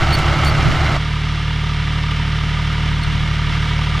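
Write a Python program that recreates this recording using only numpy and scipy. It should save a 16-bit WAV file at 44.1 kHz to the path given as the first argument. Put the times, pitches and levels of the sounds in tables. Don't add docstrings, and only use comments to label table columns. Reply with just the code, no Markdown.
import sys
import numpy as np
from scipy import signal
from scipy.fft import rfft, irfft
from scipy.io import wavfile

SR = 44100
rng = np.random.default_rng(int(sys.argv[2]) if len(sys.argv) > 2 else 0)


def pcm_store(signal):
    levels = np.round(np.clip(np.atleast_2d(signal), -1, 1) * 32767)
    wavfile.write(sys.argv[1], SR, levels.astype(np.int16).T)


N = 176400

# (lateness [ms], relative thump [dB], relative low knock [dB], relative high knock [dB])
CYLINDERS = [(0.31, 2.5, 9, -18), (-0.48, 0.6, 4.5, -21.5), (.05, 1.9, -4.5, -18)]
# (frequency [Hz], gain [dB])
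EXHAUST_TONE = [(15, -4.5), (37, -1), (52, -7), (75, 1.5), (95, 0.5), (113, -1.5), (152, 1.5), (170, -0.5),
                (190, -12.5), (228, -17), (260, -32), (300, -30.5), (420, -27), (600, -67), (5000, -115)]
SLOWER_EXHAUST_TONE = [(20, 18), (35, -12), (50, -1.5), (70, 4.5), (105, 1), (140, 2.5), (176, -19),
                       (210, -20), (245, -27), (320, -41), (900, -60), (5000, -110)]
# (frequency [Hz], width [Hz], level [dB])
NEAR_BLOCK_NOTES = [(1274, 95, -37.5), (2095, 32, -35.5)]
FAR_BLOCK_NOTES = [(963, 79, -42.5), (1205, 54, -36.5)]
# (frequency [Hz], gain [dB])
NEAR_CLATTER_TONE = [(100, -2.5), (310, 1), (390, 0), (480, -5.5), (700, 2.5), (1050, -2), (1290, 5),
                     (1650, -4), (1900, -3), (2080, -1), (2400, -3.5), (2900, -5), (3500, -9.5),
                     (4500, -13), (5500, -17), (7500, -26.5), (11000, -36.5), (15000, -48)]
FAR_CLATTER_TONE = [(100, -2), (250, 2.5), (400, -5.5), (540, -5), (605, -9), (700, -3), (780, -4),
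                    (830, -8.5), (950, 1.5), (1090, -8.5), (1300, 2), (1650, -0.4), (2080, 2.5),
                    (2400, 0.5), (3000, 0.5), (3700, -3.5), (4400, -10.5), (5400, -11.5), (7200, -25),
                    (8800, -28), (11500, -36), (15000, -58)]
# (time [s], gain [dB])
NEAR_SWELL = [(0, 0), (.3, -0.06), (.6, -0.05), (.95, 0)]
FAR_SWELL = [(1, -0.8), (1.8, -.4), (2.8, 0.5), (3.3, 0.5), (3.65, 1.5), (4, 1.5)]
# (start [s], length [s], pitch [x usual], pitch rise [x usual per s],
# level at the middle [dB], second harmonic [dB re first], third harmonic [dB re first])
SQUEAKS = [(0.121, 0.042, 1.004, -0.1, -21.5, -17.5, -23), (0.448, 0.059, .99, .7, -26.5, -15, -21),
           (3.029, 0.013, .969, .3, -29.5, -12, -28)]
# (time [s], starting level [dB])
CLINKS = [(.187, -33.5), (0.447, -31)]
# (time [s], level [dB])
GUSTS = [(0, -32), (.15, -38), (.36, -35), (.47, -27), (.55, -34), (.69, -14), (.78, -38), (1.0, -52),
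         (2.3, -49), (2.44, -34), (2.75, -42), (3.22, -27.5), (3.36, -39), (3.55, -30), (3.7, -49),
         (4, -28)]
# (frequency [Hz], gain [dB])
WIND_TONE = [(12, -32), (25, -13), (45, -3), (80, 7), (150, -1.5), (260, -10.5), (400, -23), (900, -39),
             (5000, -61)]
HISS_TONE = [(30, -17), (100, -3), (400, 5), (900, -3), (1300, -7), (3500, 1), (5000, 2), (9000, -7.5),
             (15000, -39)]
# (frequency [Hz], gain [dB])
STEREO_BALANCE = [(60, -1.0), (110, -1.1), (200, -0.75), (380, -1.0), (700, -0.39), (1290, -1.3),
                  (2380, -1.4), (4400, -2.2), (8120, -1.1), (15000, 1)]
# (frequency [Hz], phase [rad])
STEREO_PHASE = [(0, 0), (8700, 0.098), (9730, 0), (15200, 0.18)]

NEAR_FIRING_HZ, SLOWER_FIRING_HZ, FAR_FIRING_HZ = 37.7, 35.0, 37.68
NEAR_BEAT_S, SLOWER_BEAT_S, FAR_BEAT_S = 0.0185, 0.026, 1.0025
TIME = np.arange(N) / SR


def near_tractors():
    engine = block_knock(NEAR_FIRING_HZ, NEAR_BEAT_S, NEAR_BLOCK_NOTES)
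    engine += level(clatter(NEAR_FIRING_HZ, NEAR_CLATTER_TONE), db=-21.5)
    engine += level(air_rush(NEAR_FIRING_HZ, NEAR_BEAT_S, NEAR_CLATTER_TONE), db=-24.5)
    thump = level(exhaust(NEAR_FIRING_HZ, NEAR_BEAT_S, EXHAUST_TONE), db=-18.5)
    slower_thump = level(exhaust(SLOWER_FIRING_HZ, SLOWER_BEAT_S, SLOWER_EXHAUST_TONE), db=-18.5)
    return engine * gain(over_time(NEAR_SWELL)) + thump + slower_thump


def far_tractor():
    approach_db_per_s = 0.65
    thump = level(exhaust(FAR_FIRING_HZ, FAR_BEAT_S, EXHAUST_TONE), db=-18.5)
    thump *= gain(approach_db_per_s * (TIME - TIME.mean()))
    engine = block_knock(FAR_FIRING_HZ, FAR_BEAT_S, FAR_BLOCK_NOTES)
    engine += level(clatter(FAR_FIRING_HZ, FAR_CLATTER_TONE), db=-30)
    engine += level(air_rush(FAR_FIRING_HZ, FAR_BEAT_S, FAR_CLATTER_TONE), db=-29.5)
    return thump + engine * gain(over_time(FAR_SWELL))


def firings(firing_hz, beat_s, jitter_s=0.000136):
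    count = np.arange(-60, 160)
    cylinders = np.array(CYLINDERS)[count % len(CYLINDERS)]
    late_s = cylinders[:, 0] / 1000 + rng.normal(0, jitter_s, len(count))
    return beat_s + count / firing_hz + late_s, cylinders


def exhaust(firing_hz, beat_s, tone, scatter_db=0.73):
    times, cylinders = firings(firing_hz, beat_s)
    puffs = pulses(times, gain(cylinders[:, 1] + rng.normal(0, scatter_db, len(times))))
    boom = colour(puffs - puffs.mean(), tone, sudden=0.68)
    return boom - 2 * ring(boom, hz=171.7, width_hz=35.3)


def block_knock(firing_hz, beat_s, notes, jitter_s=0.000496, scatter_db=1.0):
    times, cylinders = firings(firing_hz, beat_s)
    out = np.zeros(N)
    for note, (hz, width_hz, db) in enumerate(notes):
        blow_times = rng.normal(times, jitter_s)
        blow_db = rng.normal(cylinders[:, 2 + note], scatter_db)
        blows = pulses(blow_times, gain(blow_db))
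        rattle = 0.067 * decay(blows, seconds=0.0072) * rng.standard_normal(N)
        ringing = ring(blows + rattle, hz, width_hz)
        out += level(ring(ringing, hz, 4 * width_hz), db)
    return out


def clatter(firing_hz, tone, parts=48, jitter_s=0.00007, scatter_db=3.05, ring_s=0.0056):
    cycle_s = len(CYLINDERS) / firing_hz
    cycle_starts = np.arange(-1, N / SR / cycle_s + 1) * cycle_s
    age = np.arange(1024) / SR
    out = np.zeros(N)
    for part in range(parts):
        offset_s = cycle_s * (part + rng.random()) / parts
        times = rng.normal(cycle_starts + offset_s, jitter_s)
        ticks = pulses(times, gain(rng.normal(0, scatter_db, len(times))))
        tick_sound = rng.standard_normal(len(age)) * np.exp(-age / ring_s)
        out += signal.oaconvolve(ticks, tick_sound)[:N]
    return colour(out, tone)


def air_rush(firing_hz, beat_s, tone, depth=0.16):
    swell = 1 + depth * np.cos(2 * np.pi * firing_hz * (TIME - beat_s))
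    return colour(swell * rng.standard_normal(N), tone)


def planter_clinks():
    times, dbs = np.array(CLINKS).T
    bright_noise = level(ring(rng.standard_normal(N), hz=6800, width_hz=2000), db=0)
    return decay(pulses(times, gain(dbs)), seconds=0.011) * bright_noise


def planter_squeaks(usual_hz=4450, pitch_waver=0.0108, flutter_db=2.5, flutter_hz=404):
    out = np.zeros(N)
    for start, length, pitch, rise, db, second_db, third_db in SQUEAKS:
        age = np.clip(TIME - start, 0, length)
        hz = usual_hz * (pitch + rise * age + pitch_waver * wander(flutter_hz))
        phase = 2 * np.pi * np.cumsum(hz) / SR
        squeak = np.sin(phase) + gain(second_db) * np.sin(2 * phase) + gain(third_db) * np.sin(3 * phase)
        squeak *= gain(flutter_db * wander(flutter_hz))
        out += level(squeak, db) * np.sin(np.pi * age / length)
    return out


def wind(flutter_db=4, flutter_hz=21.9):
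    strength = gain(over_time(GUSTS) + flutter_db * wander(flutter_hz))
    return strength * level(colour(rng.standard_normal((2, N)), WIND_TONE), db=0)


def field_hiss():
    return level(colour(rng.standard_normal((2, N)), HISS_TONE), db=-52)


def gain(db):
    return 10 ** (np.asarray(db) / 20)


def level(x, db):
    return x * gain(db) / np.sqrt(np.mean(x ** 2))


def over_time(points):
    return np.interp(TIME, *np.array(points).T)


def over_frequency(points):
    hz, value = np.array(points, float).T
    spectrum_hz = np.arange(N + 1) * SR / (2 * N)
    return np.interp(np.log(spectrum_hz + 1e-3), np.log(hz), value)


def colour(x, tone, sudden=1):
    cepstrum = irfft(np.log(gain(over_frequency(tone))))
    cepstrum[1:N] *= 1 + sudden
    cepstrum[N + 1:] *= 1 - sudden
    return irfft(rfft(x, 2 * N) * np.exp(rfft(cepstrum)))[..., :N]


def ring(x, hz, width_hz):
    return signal.lfilter(*signal.iirpeak(hz, hz / width_hz, fs=SR), x)


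def pulses(times, sizes):
    position = times * SR
    inside = (position >= 0) & (position < N - 1)
    position, sizes = position[inside], sizes[inside]
    sample, share = position.astype(int), position % 1
    return np.bincount(sample, sizes * (1 - share), N) + np.bincount(sample + 1, sizes * share, N)


def decay(x, seconds):
    return signal.lfilter([1], [1, -np.exp(-1 / (seconds * SR))], x)


def wander(hz):
    smoothing = signal.butter(2, hz / 2, fs=SR, output="sos")
    return level(signal.sosfilt(smoothing, rng.standard_normal(N)), db=0)


def scene(change_s=0.97, fade_s=0.016):
    far_share = np.clip((TIME - change_s) / fade_s + 0.5, 0, 1)
    tractors = np.sqrt(1 - far_share) * near_tractors() + np.sqrt(far_share) * far_tractor()
    machines = tractors + planter_clinks() + planter_squeaks()
    left = np.sqrt(gain(over_frequency(STEREO_BALANCE))) * np.exp(0.5j * over_frequency(STEREO_PHASE))
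    stereo = irfft(rfft(machines, 2 * N) * np.array([left, 1 / left]))[:, :N]
    return stereo + wind() + field_hiss()


def record(dry, top_hz=15200):
    notched = dry - ring(dry, hz=2530, width_hz=142)
    return signal.sosfilt(signal.ellip(8, 0.2, 70, top_hz, fs=SR, output="sos"), notched)


dry = scene()
out = record(dry)
pcm_store(out)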